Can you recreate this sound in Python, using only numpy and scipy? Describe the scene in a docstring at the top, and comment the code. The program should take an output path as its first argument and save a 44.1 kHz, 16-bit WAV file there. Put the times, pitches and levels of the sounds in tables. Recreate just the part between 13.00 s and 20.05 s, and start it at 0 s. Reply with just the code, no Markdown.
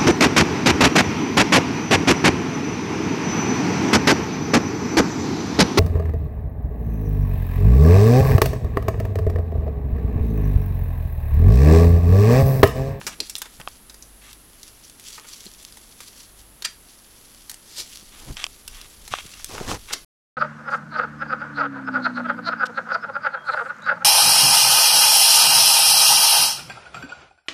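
"""Two ferrets on a windowsill nose into a pot of flowers, heard from close by in a small quiet room.
First a flurry of claw and stem clicks (cracks with short rings), then fur in leaves (filtered grains),
fullest just after 2 s. Paws scrape in dense slips near 3.65 s, ringing the sill, and near 4.8 s, almost dry.
The hand-held camera bumps and creaks now and then (driven resonances), most from about 5 s, when fingers
also rub it; clicks and a scrape come near 6.9 s. Air, hiss (filtered noise) and hum (sines) lie under it all."""
import sys
import numpy as np
from scipy import signal
from scipy.fft import rfft, irfft
from scipy.io import wavfile
from scipy.ndimage import uniform_filter1d

SR = 44100
rng = np.random.default_rng(int(sys.argv[2]) if len(sys.argv) > 2 else 0)


def generate_wav(sig):
    """Save sig (samples, or channels by samples) to the path in sys.argv[1] as 16-bit PCM at SR."""
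    pcm = np.round(np.clip(np.atleast_2d(sig).T, -1, 1) * 32767).astype(np.int16)
    wavfile.write(sys.argv[1], SR, pcm)


N = 310772
FREQ = np.maximum(np.fft.rfftfreq(N, 1 / SR), 1)
TIME = np.arange(N) / SR


# Claws and stems on the sill, close by; snap and body are relative to the ring:
# start_s [s], level_db [dB], ring_hz [Hz], decay_t60_s [s], snap_db [dB], body_db [dB]
CLAW_CLICKS = [(.014, -34.5, 4240, 0.0093, -19, 9), (.0666, -22.5, 5480, 0.053, -2, -3),
               (.0755, -25, 5770, 0.076, 2, 3), (.2029, -19.5, 4190, 0.021, -9.5, -33),
               (.2965, -27.5, 5600, 0.053, 2, -38), (.3539, -25, 4050, 0.0074, -9, -43),
               (.3632, -32, 5670, 0.021, 18, -24), (.382, -30.5, 9720, 0.041, -9, -32),
               (.418, -25.5, 3600, 0.03, 6.5, 0), (.456, -38.5, 3570, .064, -1, 3),
               (.599, -36, 3000, 0.064, 15.5, 20.5), (.6837, -39.5, 4470, 0.026, 9, 2),
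               (.897, -38.5, 5000, .045, -3, -8.5), (.943, -41.5, 4960, 0.027, 3, -3),
               (1.024, -37.5, 6150, 0.043, -13, -32), (1.330, -40.5, 5900, .01, 18, -15),
               (1.631, -36.5, 4900, 0.021, -2, -16), (1.679, -43.5, 5600, 0.018, -1, -23),
               (1.898, -42.5, 4560, 0.0085, 9, -13), (1.997, -42, 6040, 0.013, 14, -26),
               (2.180, -37, 1200, 0.054, -17, 4), (2.245, -45, 1240, 0.061, -12, 3),
               (2.465, -37.5, 4220, 0.038, -22, -24), (2.537, -44.5, 7000, .015, -4, -24),
               (2.724, -42.5, 4870, 0.012, -2, -16), (2.771, -41, 4500, 0.033, 10, 4),
               (3.004, -35.5, 5000, 0.051, 7, 5.5), (3.6225, -30, 4340, 0.032, -5, -10),
               (3.6465, -27.5, 3220, 0.03, -26, -33), (3.6497, -22.5, 4680, .027, -34, -40),
               (3.654, -28.5, 1770, 0.074, -24, -21), (3.6587, -28, 4900, .015, -23, -29),
               (4.496, -29.5, 5560, 0.041, 5.5, -13), (4.5148, -35, 5740, 0.01, 11, -5),
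               (4.543, -38, 5700, 0.0063, 21, 3), (5.6782, -30.5, 2670, 0.019, 8, -28),
               (5.814, -37.5, 3860, .019, -1, -14), (6.078, -35, 5900, 0.024, 10.5, 5.5),
               (6.337, -40.5, 2810, 0.021, -14, -16), (6.398, -42.5, 5000, 0.0077, -6, 1),
               (6.4445, -27, 5400, 0.0055, 4.5, -20), (6.5805, -30, 1900, 0.015, -8, 12),
               (6.906, -31, 1280, 0.096, -16, 17), (6.934, -22.5, 4600, 0.034, -5, -1.5)]


def clicks():
    """A claw or stem snaps: a bright crack, a short ring in a spray of micro-slips, and a dull body."""
    out = np.zeros(N)
    t = TIME[:SR // 10]
    for start_s, level_db, ring_hz, t60_s, snap_db, body_db in CLAW_CLICKS:
        decay = undb(-60 * t / t60_s)
        spray, snap, dull = rng.standard_normal((3, len(t))) * decay
        partials = sum(undb(gain_db) * np.sin(2 * np.pi * ratio * ring_hz * t)
                       for ratio, gain_db in [(1, 8), (1.1, -27), (1.8, -22)])
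        # the ring is damped sooner than the spray, as the claw stays in touch
        damped_ring = blow(partials * decay * np.exp(-t / 0.009))
        ringing_spray = blow(ring(ring(spray, ring_hz, .5 * ring_hz), ring_hz, 1.0 * ring_hz))
        tone = blow(ringing_spray + undb(-2.5) * damped_ring)
        crack = blow(soften(ring(snap, 6600, 8300), 15200))
        thud = blow(soften(ring(dull, 1470, 2300), 2400))
        click = blow(tone + undb(snap_db) * crack + undb(body_db) * thud)
        add(out, start_s, undb(level_db) * click)
    return out


# Paws skidding on the sill, close by; ring_db is the sill relative to the scratch:
# peak_s [s], level_db [dB], rise_s [s], fall_s [s], ring_db [dB]
PAW_SCRAPES = [(0.083, -54, 0.027, 0.019, -23), (3.652, -22.5, 0.003, 0.0038, 26),
               (4.72, -45.5, 0.036, 0.025, -18), (4.796, -29.5, 0.016, 0.017, -43),
               (6.937, -23.5, 0.0053, 0.0042, -27)]
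# Resonances of the sill: mode_hz [Hz], width_hz [Hz], gain_db [dB]
SILL_MODES = [(1750, 400, -3), (2400, 350, -5), (3350, 250, -2), (4680, 280, 0), (4940, 250, -1),
              (5900, 500, -5), (7200, 350, -9), (8050, 300, -12)]
# Colour of claws scratching: freq_hz [Hz], relative density_db [dB per Hz]
SCRATCH_COLOUR = [(180, -30), (300, -7), (814, -13), (1140, -14.5), (1840, -10), (2570, -7.5), (4020, 1),
                  (4520, 2), (5340, 1), (12500, -11.5), (16000, -23)]


def scrapes():
    """Claws skid in dense slips: mostly dry scratching, but near 3.65 s mostly the ring of the sill."""
    slips = grains(5000, 1.0)
    scratch = colour(slips, SCRATCH_COLOUR)
    sill = unit(body(slips, SILL_MODES))
    out = np.zeros(N)
    for peak_s, level_db, rise_s, fall_s, ring_db in PAW_SCRAPES:
        distance = np.maximum((peak_s - TIME) / rise_s, (TIME - peak_s) / fall_s)
        stroke = np.exp(-distance ** 1.47 / 2)
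        mix = (scratch + undb(ring_db) * sill) / np.hypot(1, undb(ring_db))
        out += undb(level_db) * stroke * mix
    return out


# Passes of a ferret through leaves or plush, before the flutter: peak_s [s], level_db [dB], rise_s [s]
FUR_BRUSHES = [(.02, -47.5, 0.058), (.26, -45.5, 0.026), (.55, -53, 0.048), (.735, -51, 0.028),
               (1.3, -51.5, 0.04), (1.67, -52.5, 0.07), (1.86, -51.5, 0.044), (2.08, -42.5, 0.037),
               (2.15, -42.5, 0.031), (2.29, -42, 0.017), (2.345, -42, 0.04), (2.44, -43, 0.049),
               (2.635, -45.5, 0.043), (2.8, -50, 0.063), (2.92, -49, 0.0065), (3.06, -46.5, 0.05),
               (3.21, -46, 0.041), (3.4, -47.5, 0.015), (3.92, -52, 0.06), (4.21, -53, 0.1),
               (4.45, -51, 0.1), (4.93, -45, 0.061), (5.29, -48.5, 0.23), (5.755, -45, .028),
               (5.9, -52, 0.051), (6.09, -51, 0.079), (6.3, -46.5, 0.12), (6.55, -44.5, 0.17),
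               (6.87, -46.5, .045)]
# Colour of leaves under fur: freq_hz [Hz], relative density_db [dB per Hz]
LEAF_COLOUR = [(590, -41), (1000, -2), (1180, 2), (1500, -3), (2100, -0.5), (2560, -2), (3380, -3),
               (6040, -2), (9170, -7), (11000, -7.5), (16000, -10)]
STIR_DB = -67  # fur stirring between brushes, before the flutter
BRUSH_FALL = 0.88  # fall time over rise time: a brush ends faster than it builds


def rustle():
    """Fur brushes leaves and plush: a swish with sparse crackles, its bands wandering separately."""
    contact = grains(7000, 0.46) + undb(-7.5) * grains(300, 4.3)
    leaves = sum(ring(contact, hz, .2 * hz) * undb(3 * walk(60)) for hz in (3500, 4600, 5800, 7400, 10000))
    swish = colour(unit(leaves) + undb(-12.0) * unit(contact), LEAF_COLOUR)
    flutter = undb(2.2 * walk(170))
    return swish * flutter * swells(FUR_BRUSHES, STIR_DB, shape=1.36, fall=BRUSH_FALL)


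# Single creaks at the microphone; a positive tilt favours the upper modes, a negative one the lower:
# start_s [s], level_db [dB], contact_cutoff_hz [Hz], tilt_db [dB per octave]
CASING_CREAKS = [(0.6144, -38.5, 3180, 12), (0.6755, -25.5, 2530, 1), (5.3692, -31.5, 4500, 12),
                 (5.4416, -19.5, 5030, 11.5), (5.4665, -30.5, 7500, 6.5), (6.1383, -18, 2980, -1),
                 (6.1867, -30.5, 5000, 4), (6.715, -26.5, 1540, 4)]
# Resonances of the plastic casing: mode_hz [Hz], width_hz [Hz], gain_db [dB]
CASING_MODES = [(780, 180, -5), (1160, 240, 0), (2620, 240, -5), (3150, 260, -4), (4800, 500, -18),
                (5530, 400, -17), (7600, 900, -23)]
# Stick-slip runs of the casing, level of each of the two chatter parts:
# start_s [s], end_s [s], level_db [dB]
CASING_SLIPS = [(0.11, 0.147, -44), (1.216, 1.323, -53.5), (2.194, 2.265, -57.5), (5.118, 5.208, -53.5),
                (5.365, 5.455, -41.5), (5.395, 5.4, -34), (5.723, 5.865, -52), (6.111, 6.161, -36.5),
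                (6.164, 6.211, -41.5), (6.21, 6.433, -54.5), (6.879, 6.952, -43)]


def casing():
    """The camera's plastic shell gives under the grip, in single creaks and in runs of tiny slips."""
    out = np.zeros(N)
    push = signal.unit_impulse(SR // 20)
    for start_s, level_db, contact_hz, tilt_db in CASING_CREAKS:
        modes = [(hz, width_hz, gain_db + tilt_db * np.log2(hz)) for hz, width_hz, gain_db in CASING_MODES]
        add(out, start_s, undb(level_db) * blow(soften(body(push, modes), contact_hz)))
    slips = grains(4000, 1.4)
    bright_chatter = unit(soften(body(np.diff(slips, prepend=0), CASING_MODES), 6200))
    dull_chatter = unit(soften(ring(slips, 2620, 1360), 4040))
    pressure = sum(undb(level_db) * ((TIME > start_s) & (TIME < end_s))
                   for start_s, end_s, level_db in CASING_SLIPS)
    # average over 1/80 s to round the starts and ends
    return out + (bright_chatter + dull_chatter) * uniform_filter1d(pressure, SR // 80)


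# Fingers tighten on the casing, then let go:
# start_s [s], release_s [s], pressure_db at the release [dB], growth_db [dB per s]
FINGER_GRIPS = [(5.113, 5.314, -42, 78), (6.488, 6.675, -35, 12), (6.676, 6.749, -27.5, 31)]
GRIP_ATTACK_S, GRIP_RELEASE_S = 0.0047, 0.012


def grip(start_s, release_s, pressure_db, growth_db):
    """Finger pressure sets in, grows steadily in dB and drops at the release."""
    attack = 1 - np.exp(-np.maximum(TIME - start_s, 0) / GRIP_ATTACK_S)
    drop = np.exp(-np.maximum(TIME - release_s, 0) / GRIP_RELEASE_S)
    return attack * undb(pressure_db + growth_db * np.minimum(TIME - release_s, 0)) * drop


# Colour of skin on the casing: freq_hz [Hz], relative density_db [dB per Hz]
SKIN_COLOUR = [(47, -31), (80, 7), (107, 5.5), (194, -3.5), (309, 4), (386, -2.5), (451, 3), (588, -10),
               (820, -3.5), (1860, -12), (6450, -10.5), (14000, -30), (16000, -38)]


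def rub():
    """Fingers rub the casing: grains of skin friction and jerks that boom in the shell."""
    pressure = sum(grip(*row) for row in FINGER_GRIPS)
    skin = colour(grains(4000, 0.67), SKIN_COLOUR)
    # low resonances of the shell: Hz, width Hz, dB
    shell = [(314, 150, -15.0), (520, 1100, -5.0), (810, 300, -5.5)]
    jerks = sum(unit(ring(grains(500, 0.93), hz, width_hz)) * undb(gain_db + 1.2 * walk(70))
                for hz, width_hz, gain_db in shell)
    # the skin part grows a little faster than the pressure
    friction = skin * undb(3 * walk(70)) * (pressure / undb(-21)) ** 0.13
    return pressure * (friction + undb(-4.0) * jerks)


# The hand swings the camera: peak_s [s], level_db [dB], rise_s [s]
HAND_SWINGS = [(.63, -46.5, .04), (5.31, -44.5, 0.062), (5.73, -45, 0.025), (6.1, -46.5, .14),
               (6.7, -35, 0.047)]
TREMOR_DB = -61.5  # the hand held still


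def sway():
    """The swaying hand gives a very low rumble, a resonance near 19 Hz driven by noise."""
    rumble = unit(soften(ring(rng.standard_normal(N), 19.0, 22), 83))
    return rumble * swells(HAND_SWINGS, TREMOR_DB, shape=0.76)


# Soft bumps on the camera; length is from the peak to 1/e:
# peak_s [s], level_db over one length [dB], pitch_hz [Hz], length_s [s]
SOFT_BUMPS = [(0.076, -46, 200, 0.075), (0.214, -40, 365, 0.021), (0.603, -43, 103, 0.011),
              (2.467, -41.5, 206, 0.0087), (5.031, -46.5, 160, 0.0051), (5.304, -36.5, 140, 0.031),
              (5.31, -31, 45.5, 0.023), (6.118, -37, 97, 0.0092), (6.253, -41, 151, 0.0072),
              (6.615, -26.5, 248, 0.0087), (6.698, -40, 60, 0.023), (6.943, -44, 337, 0.026)]


def bumps():
    """The hand bumps the camera: noise in a broad low resonance, swelling and fading smoothly."""
    out = np.zeros(N)
    for peak_s, level_db, pitch_hz, length_s in SOFT_BUMPS:
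        boom = soften(ring(rng.standard_normal(N), pitch_hz, pitch_hz), 2 * pitch_hz)
        thump = boom * np.exp(-((TIME - peak_s) / length_s) ** 2)
        out += unit(thump) * undb(level_db) * np.sqrt(length_s * SR / N)
    return out


# Colour of the still room air: freq_hz [Hz], relative density_db [dB per Hz]
AIR_COLOUR = [(15, -53), (25, 3.5), (59, -5), (141, -8.5), (229, -5.5), (575, -13), (863, -14.5),
              (1330, -14.5), (2480, -18.5), (2760, -17.5), (5570, -20), (8360, -19.5), (10700, -15),
              (14800, -24.5), (16000, -29)]
# Swells of the 50 Hz hum: peak_s [s], amplitude_db [dB], rise_s [s]
MAINS_SWELLS = [(.17, -52, 0.21), (1.13, -50, 0.23), (3.4, -49, 0.067)]
AIR_DB, HISS_DB = -52, -56.5
HUM_DB, OVERTONE_DB = -62, -68  # sine amplitudes: 50 Hz between swells, and steady 100 Hz


def floor():
    """Still room air, a wavering mains hum and microphone hiss, which peaks high in the treble."""
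    air = colour(rng.standard_normal(N), AIR_COLOUR) * undb(AIR_DB + 0.3 * walk(2.13))
    hiss = unit(ring(ring(rng.standard_normal(N), 10730, 1500), 10730, 1500))
    turn = 2 * np.pi * 50 * TIME
    hum = np.sin(turn) * swells(MAINS_SWELLS, HUM_DB, shape=1.4)
    overtone = undb(OVERTONE_DB) * np.sin(2 * turn)
    return air + undb(HISS_DB) * hiss + hum + overtone


def room(x, t60=0.25, wet_db=-12, near_db=-9):
    """Quick reflections from the window recess, then a short dull tail."""
    t = TIME[:SR // 2]
    near, far = rng.standard_normal((2, len(t))) * (t > .002)
    near = near * undb(-60 * t / 0.0086)
    far = soften(far * undb(-60 * t / t60), 8500)
    response = undb(near_db) * near / np.linalg.norm(near) + undb(wet_db) * far / np.linalg.norm(far)
    return x + signal.fftconvolve(x, response)[:N]


def undb(db):
    """Decibels to amplitude."""
    return 10 ** (np.asarray(db) / 20)


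def unit(x):
    """Scale to rms 1."""
    return x / np.sqrt(np.mean(x ** 2) + 1e-20)


def blow(x):
    """Scale a short sound to the energy of 5 ms at rms 1."""
    return x * np.sqrt(.005 * SR / np.sum(x ** 2))


def add(track, start_s, x):
    """Mix x into the track from start_s."""
    i = max(int(start_s * SR), 0)
    track[i:i + len(x)] += x[:N - i]


def colour(x, points):
    """Filter by a (Hz, dB) spectrum, then scale to rms 1."""
    hz, db = np.transpose(points)
    gain = undb(np.interp(np.log(FREQ), np.log(hz), db))
    return unit(irfft(rfft(x) * gain, N))


def ring(x, hz, width_hz):
    """One resonance, gain 1 at its centre."""
    hz = min(hz, .45 * SR)
    return signal.lfilter(*signal.iirpeak(hz, hz / min(width_hz, SR / 3), fs=SR), x)


def body(x, modes):
    """A set of resonances driven together."""
    return sum(undb(gain_db) * ring(x, hz, width_hz) for hz, width_hz, gain_db in modes)


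def soften(x, hz, order=2):
    """Low-pass."""
    return signal.sosfilt(signal.butter(order, min(hz, SR / 2 - 1), fs=SR, output="sos"), x)


def walk(rate):
    """Chance values with a spread near 1, rate of them per second, joined by straight lines."""
    return np.interp(TIME * rate, np.arange(2000), rng.standard_normal(2000))


def grains(rate, spread_db):
    """Tiny slips at random moments, rate per second, a few much larger than the rest."""
    size = undb(spread_db * np.minimum(rng.exponential(size=N), 5)) * rng.standard_normal(N)
    return unit((rng.random(N) < rate / SR) * size)


def swells(rows, rest_db, shape=1.7, fall=1):
    """Gain that rises from a resting level and falls again around each (s, dB, rise s) row."""
    power = undb(rest_db) ** 2
    for peak_s, level_db, rise_s in rows:
        distance = np.maximum((peak_s - TIME) / rise_s, (TIME - peak_s) / (fall * rise_s))
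        power = power + undb(level_db) ** 2 * np.exp(-distance ** shape)
    return np.sqrt(power)


def scene():
    """Clicks and scrapes sound through the room; every other layer reaches the microphone dry."""
    on_sill = room(clicks() + scrapes())
    handling = rub() + sway() + bumps()
    return (on_sill + rustle() + casing() + handling + floor())[None]


TOP_HZ = 15900


def record(dry):
    """The camera cuts the top with a steep low-pass."""
    return signal.sosfilt(signal.ellip(10, .2, 80, TOP_HZ, fs=SR, output="sos"), dry)


dry = scene()
out = record(dry)
generate_wav(out)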